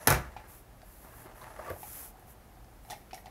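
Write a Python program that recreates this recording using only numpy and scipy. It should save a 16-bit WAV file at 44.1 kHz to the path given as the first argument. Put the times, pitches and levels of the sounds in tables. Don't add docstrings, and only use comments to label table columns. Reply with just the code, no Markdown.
import sys
import numpy as np
from scipy import signal
from scipy.fft import rfft, irfft
from scipy.io import wavfile
from scipy.ndimage import uniform_filter1d

SR = 44100
rng = np.random.default_rng(int(sys.argv[2]) if len(sys.argv) > 2 else 0)


def to_wav(sig):
    pcm = np.clip(np.atleast_2d(sig), -1, 1) * 32767
    pcm = np.round(pcm).astype(np.int16)
    wavfile.write(sys.argv[1], SR, pcm.T)


def rack_gain(trim_db):
    fader = np.asarray(trim_db, float)
    return 10 ** (fader / 20)


N = 145530


def unit_rms(x):
    return x / np.sqrt(np.mean(x ** 2) + 1e-20)


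def read(points, hz):
    f, value = np.transpose(points)
    return np.interp(np.log(hz + 1), np.log(f + 1), value)


def add(mix, start_s, sound):
    part = mix[round(start_s * SR):][:len(sound)]
    part += sound[:len(part)]


def colour(x, shape):
    gain = rack_gain(read(shape, np.fft.rfftfreq(len(x), 1 / SR)))
    return irfft(rfft(x) * gain, len(x))


def coloured_noise(length, shape):
    return unit_rms(colour(rng.standard_normal(length), shape))


def ring(modes, seconds):
    t = np.arange(round(seconds * SR)) / SR
    out = np.zeros(len(t))
    for k, (hz, db, t60) in enumerate(modes):
        out += (-1) ** k * rack_gain(db - 60 * t / t60) * np.sin(2 * np.pi * hz * t)
    return out


def resonant_noise(hz, width_hz):
    b, a = signal.iirpeak(hz, hz / width_hz, SR)
    return unit_rms(signal.lfilter(b, a, rng.standard_normal(N)))


def lumps(seconds, db):
    size = int(seconds * SR)
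    drift = uniform_filter1d(uniform_filter1d(rng.standard_normal(N), size), size)
    return rack_gain(db * unit_rms(drift))


# start_s, thud_level_db, glass_crack_level_db
BOUNCES = [
    (0.072, -20, -2),
    (0.0793, -20.5, -25),
    (0.1021, -23, -7),
    (0.108, -23, -39),
    (0.1226, -25, -15),
    (0.141, -28, -25),
    (0.161, -33, -38),
]
# pitch_hz, level_db, t60_s
BOOM_MODES = [(64, -27, 0.57), (80, -31, 0.26), (93, -24, 0.2), (134.6, -29.5, 0.28), (252, -32.5, 0.1)]
# pitch_hz, level_db, t60_s
TOP_MODES = [(387, -8.5, 0.11), (519, 0, 0.077), (658, -0.5, 0.047), (741, -5, 0.16), (930, -20, .12),
             (1001, -6.5, 0.034), (1174, -4.5, 0.16), (1235, -5, 0.14), (1389, 3, 0.042),
             (1500, -1.5, 0.069), (1638, -3, 0.069), (1730, -2.5, .12), (1973, 0.5, 0.067),
             (2342, -8, 0.13)]
# frequency_hz, density_db_per_hz
RATTLE_SPECTRUM = [(150, -3), (300, -2.5), (600, -0.5), (1400, -3.5), (2300, -8), (3200, -15.5),
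                   (6000, -18.5), (12000, -34.5)]
# frequency_hz, density_db_per_hz
CRACK_SPECTRUM = [(900, -6.5), (2000, -20), (3440, -13.5), (4750, -22), (6010, -7), (7520, -18),
                  (11000, -5), (15500, -17)]


def scale_bounces():
    boom, clatter = np.zeros(N), np.zeros(N)
    t = np.arange(8192) / SR
    rattle_rise_s, rattle_t60_s = 0.004, 0.1
    crack_rise_s, crack_hold_s, crack_t60_s = 0.00098, 0.0023, 0.018
    rattle_shape = np.minimum(t / rattle_rise_s, 1) * rack_gain(-60 * t / rattle_t60_s)
    crack_decay = rack_gain(-60 * np.maximum(t - crack_hold_s, 0) / crack_t60_s)
    crack_shape = np.minimum(t / crack_rise_s, 1) * crack_decay
    for start_s, thud_db, crack_db in BOUNCES:
        add(boom, start_s, rack_gain(thud_db + 17) * ring(BOOM_MODES, 0.6))
        rattle = coloured_noise(8192, RATTLE_SPECTRUM) * rattle_shape
        add(clatter, start_s, rack_gain(thud_db - 2) * rattle)
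        add(clatter, start_s, rack_gain(thud_db - 10) * ring(TOP_MODES, 0.2))
        crack = coloured_noise(8192, CRACK_SPECTRUM) * crack_shape
        add(clatter, start_s, 0.26 * rack_gain(crack_db) * crack)
    return clatter, boom


# start_s, end_s, level_db
SLIDES = [
    (0, 0.13, -53),
    (1.36, 1.717, -61),
]
# pitch_hz, width_hz, level_db
FEET_RESONANCES = [(11000, 900, -5.5), (6120, 1100, -13)]


def sliding_feet():
    t, slide = np.arange(N) / SR, np.zeros(N)
    for start_s, end_s, db in SLIDES:
        fade = np.minimum(t - start_s + 0.046, end_s - t) / 0.067
        slide += rack_gain(db) * np.clip(fade, 0, 1)
    gain = slide * lumps(0.025, 0.68)
    return gain * sum(rack_gain(db) * resonant_noise(hz, width) for hz, width, db in FEET_RESONANCES)


# frequency_hz, density_db_per_hz
RUB_SPECTRUM = [(150, -16.5), (350, -5), (650, 3), (1200, -4), (1900, -6.5), (2800, -20.5), (4500, -27),
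                (9000, -27)]


def scuff_grains():
    decay = rack_gain(-60 * np.arange(1024) / SR / 0.02)
    return [coloured_noise(1024, RUB_SPECTRUM) * decay for _ in range(6)]


# start_s, level_db, length_s, pitch_hz of the answering part of the top
BUMPS = [(1.045, -52, 0.0086, 372), (1.044, -56.5, .004, 1410), (1.251, -49.5, 0.013, 368),
         (1.255, -58, 0.018, 564), (1.254, -59, 0.015, 974), (1.411, -49, 0.018, 1028),
         (1.587, -40, 0.0072, 571), (1.596, -42.5, 0.0067, 672), (1.588, -47, 0.011, 1140),
         (1.59, -51, 0.014, 1650), (1.611, -50, 0.0017, 606), (1.625, -53, 0.034, 606),
         (1.645, -46, 0.082, 1174), (1.672, -45, 0.025, 562), (1.682, -49, 0.013, 1174),
         (1.686, -43.5, .005, 610), (1.697, -50, 0.035, 1174), (1.698, -35.5, 0.015, 568),
         (1.699, -53, 0.0082, 1640), (1.70, -48, .006, 1934), (1.711, -44, 0.0064, 350),
         (1.713, -38.5, 0.0033, 560), (1.652, -51, .025, 80), (1.699, -41, 0.0095, 80),
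         (1.704, -57, 0.015, 124), (1.72, -47, .02, 76.4), (1.728, -45, 0.013, 570),
         (1.755, -50.5, 0.018, 748)]


def arm_bumps(scuffs):
    out = np.zeros(N)
    for k, (start_s, db, length_s, hz) in enumerate(BUMPS):
        length = int(length_s * SR)
        stray = rng.random(length) < 0.03
        slips = 1.3 * rng.standard_normal(length) * stray
        slips[::round(SR / hz)] += 1
        body = ring([(hz, 0, 8 / hz), (1.154 * hz, -5, 8 / hz)], 0.2)
        add(body, 0, 0.12 * scuffs[k % 6])
        force = slips * np.hanning(length + 80)[60:-20]
        sound = signal.oaconvolve(force, body)
        rms = np.sqrt(np.mean(sound[:length + 200] ** 2))
        add(out, start_s, rack_gain(db - 2.5) * sound / rms)
    return out


# time_s, level_db
DRAG = [(0, -49), (.06, -44), (.3, -56), (.45, -57), (.62, -68.5), (0.999, -67.5), (1.06, -57.5),
        (1.2, -56.5), (1.27, -54), (1.39, -57), (1.43, -51), (1.56, -53), (1.701, -46), (1.79, -67),
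        (2.002, -70.5), (2.3, -66), (3.3, -77)]


def arm_drag(scuffs):
    slips = rng.random((6, N)) < 300 / SR
    grit = slips * rng.standard_normal((6, N)) * lumps(0.012, 1.5)
    drag = unit_rms(signal.oaconvolve(grit, scuffs, axes=1).sum(0)[:N])
    time_s, level_db = np.transpose(DRAG)
    return rack_gain(np.interp(np.arange(N) / SR, time_s, level_db)) * drag


# start_s, level_db, pitch_hz
TAPS = [(0.364, -28, 832), (0.83, -42.5, 720), (1.83, -31, 842), (2.027, -44, 790), (2.052, -46, 845),
        (2.077, -48, 766), (2.108, -47, 805), (2.14, -48, 760), (2.156, -45.5, 790), (2.187, -45, 790),
        (2.206, -48, 770), (2.223, -47, 795), (2.258, -47.5, 820), (2.28, -46, 770), (2.49, -50, 797),
        (2.515, -51, 774), (2.556, -54.5, 814), (2.57, -47, 776), (2.586, -54, 780), (2.644, -49, 785),
        (2.68, -50, 810), (2.85, -47, 860), (2.876, -45, 800), (2.885, -44, 770), (2.899, -35, 820),
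        (2.906, -30.5, 800), (2.917, -33, 796), (2.925, -33.5, 747), (2.93, -31, 814), (2.941, -43, 820),
        (3.131, -28.5, 782), (3.143, -47, 750), (3.173, -41, 800), (3.243, -43, 760), (3.258, -35, 816),
        (3.267, -41.5, 710), (3.277, -46, 770)]


def shell_taps():
    out, t60_s = np.zeros(N), 0.026
    contact = np.hanning(50) / 18
    for start_s, db, hz in TAPS:
        shell = ring([(hz, 0, t60_s), (0.844 * hz, -8, t60_s)], 0.08)
        add(out, start_s, rack_gain(db) * np.convolve(contact, shell))
    return out


# start_s, level_db, pitch_hz of the ringing wall, t60_s
TICKS = [(.3646, -38, 1500, 0.03), (0.367, -44, 2350, 0.065), (.385, -54, 2350, 0.14),
         (.41, -53, 855, 0.16), (0.8162, -47, 4730, 0.02), (0.817, -42.5, 1800, 0.02),
         (1.413, -49, 3970, 0.044), (1.7, -34.5, 12100, 0.018), (1.703, -49, 3320, 0.016),
         (1.831, -44, 2370, 0.042), (2.195, -46, 11500, 0.022), (2.644, -48, 5520, 0.013),
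         (2.849, -41.5, 2100, 0.012), (2.849, -50, 5000, 0.011), (2.89, -43, 3000, 0.016),
         (2.8988, -31, 6940, 0.013), (2.8998, -33.5, 3630, 0.019), (2.9, -34, 1500, 0.023),
         (2.9042, -34.5, 10200, 0.023), (2.905, -34.5, 5600, 0.031), (2.906, -44, 1900, 0.038),
         (2.911, -36, 3530, 0.033), (2.911, -32.5, 11500, .02), (2.917, -33, 1940, 0.025),
         (2.918, -40.5, 8900, 0.044), (2.926, -42, 5630, 0.034), (2.929, -39, 2280, 0.062),
         (2.956, -54, 2000, 0.021), (3.1089, -41, 1990, 0.037), (3.1314, -36, 5300, 0.014),
         (3.1304, -40.5, 2480, 0.039), (3.1426, -35.5, 5500, 0.028), (3.1432, -37.5, 9000, 0.018),
         (3.144, -43.5, 2250, 0.068), (3.1765, -43.5, 1970, 0.04), (3.241, -53, 6500, .01),
         (3.241, -51, 1730, 0.014), (3.257, -41.5, 3410, 0.027), (3.258, -52, 6000, .02),
         (3.2585, -38, 11500, 0.0066), (3.267, -44, 2040, 0.043), (3.258, -47, 2080, 0.037)]


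def wall_ticks():
    out, t = np.zeros(N), np.arange(1500) / SR
    f = np.fft.rfftfreq(1500, 1 / SR) + 1
    half_width_octaves, wall_db, rise_s = 1.4, 2.5, 0.0015
    for start_s, db, hz, t60_s in TICKS:
        wide = 1 / (1 + (np.log2(f / hz) / half_width_octaves) ** 6)
        wall = 3 * rack_gain(wall_db) / (1 + ((f - hz) / (0.078 * hz)) ** 2)
        snap = unit_rms(irfft(rfft(rng.standard_normal(1500)) * (wide + wall)))
        shape = rack_gain(db - 60 * t / t60_s) * np.minimum(t / rise_s, 1)
        add(out, start_s, 0.5 * shape * snap)
    return out


# start_s, rise_s, fall_s, level_db
SWISHES = [(0.469, 0.041, 0.13, -54.5), (.82, 0.11, 0.14, -58.5), (.99, 0.037, 0.13, -58),
           (1.08, 0.12, 0.082, -55.5), (1.33, 0.073, 0.047, -60), (1.55, 0.47, 0.071, -53),
           (1.768, 0.069, 0.29, -49.5), (1.85, 0.14, 0.14, -46.5), (2.16, 0.041, 0.12, -76),
           (2.261, 0.038, 0.052, -57), (2.8, 0.098, 0.17, -61.5), (3.13, 0.027, 0.079, -58.5)]
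# frequency_hz, density_db_per_hz
SKIN_SPECTRUM = [(700, -16.5), (1300, -13.5), (4000, -24.5), (6000, -18), (9000, -16), (11000, -7),
                 (13000, -9), (15800, -15)]


def skin_swishes():
    power = np.zeros(N)
    for start_s, rise_s, fall_s, db in SWISHES:
        up = np.linspace(0, 0.5, int(rise_s * SR))
        down = np.linspace(0.5, 1, int(fall_s * SR))
        add(power, start_s, rack_gain(2 * db) * np.sin(np.pi * np.r_[up, down]) ** 2)
    return np.sqrt(power) * lumps(0.0033, 0.73) * coloured_noise(N, SKIN_SPECTRUM)


# frequency_hz, density_db_per_hz
AIR_SPECTRUM = [(22, -20), (45, 2), (130, -4), (400, -7.5), (1300, -16.5), (3500, -26), (8000, -28),
                (12000, -23), (15700, -28.5)]
# pitch_hz, width_hz, level_db
HUMS = [(44.7, 17, -57), (116.3, 2.1, -65.5), (780, 140, -68)]


def background():
    air = rack_gain(-58.5) * coloured_noise(N, AIR_SPECTRUM) * lumps(0.054, 0.35)
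    return air + sum(rack_gain(db) * resonant_noise(hz, width) for hz, width, db in HUMS)


# frequency_hz, t60_s
ROOM_T60 = [(100, 0.63), (500, 0.27), (1500, 0.36), (4000, 0.28), (10000, 0.23)]
# delay_s, level_db
ECHOES = [
    (.0025, -32),
    (.008, -8),
]


def room(x):
    out = x.copy()
    for delay_s, db in ECHOES:
        add(out, delay_s, rack_gain(db) * x)
    turn = 2 * np.pi * 12 * np.arange(N) / SR
    tail_db, rise_s = -6, 0.018
    for k in range(3):
        hz, t, z = signal.stft(rng.standard_normal(SR // 2), SR, nperseg=256)
        decay = rack_gain(-60 * t / read(ROOM_T60, hz)[:, None])
        tail = signal.istft(z * decay, SR, nperseg=256)[1]
        rise = np.minimum(np.arange(len(tail)) / (rise_s * SR), 1)
        tail = rack_gain(tail_db) * tail * rise / np.linalg.norm(tail)
        share = np.cos(turn + k * np.pi / 3) * np.sqrt(2 / 3)
        out += signal.oaconvolve(x * share, tail)[:N]
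    return out


def scene():
    clatter, boom = scale_bounces()
    fizz = sliding_feet()
    scuffs = scuff_grains()
    arms = arm_drag(scuffs) + arm_bumps(scuffs)
    mouse = shell_taps() + wall_ticks()
    airborne = 0.61
    in_room = room(clatter + fizz + airborne * arms + mouse)
    in_table = (1 - airborne) * arms + boom
    return (in_room + in_table + skin_swishes() + background())[None]


def band_limit(x):
    return signal.sosfilt(signal.butter(12, 17090, fs=SR, output="sos"), x)


def record(dry):
    low_cut = signal.sosfilt(signal.butter(2, 24, "high", fs=SR, output="sos"), dry)
    mix = signal.oaconvolve(low_cut, signal.firwin(1023, 15760, fs=SR)[None], "same")
    return band_limit(mix)


dry = scene()
out = record(dry)
to_wav(out)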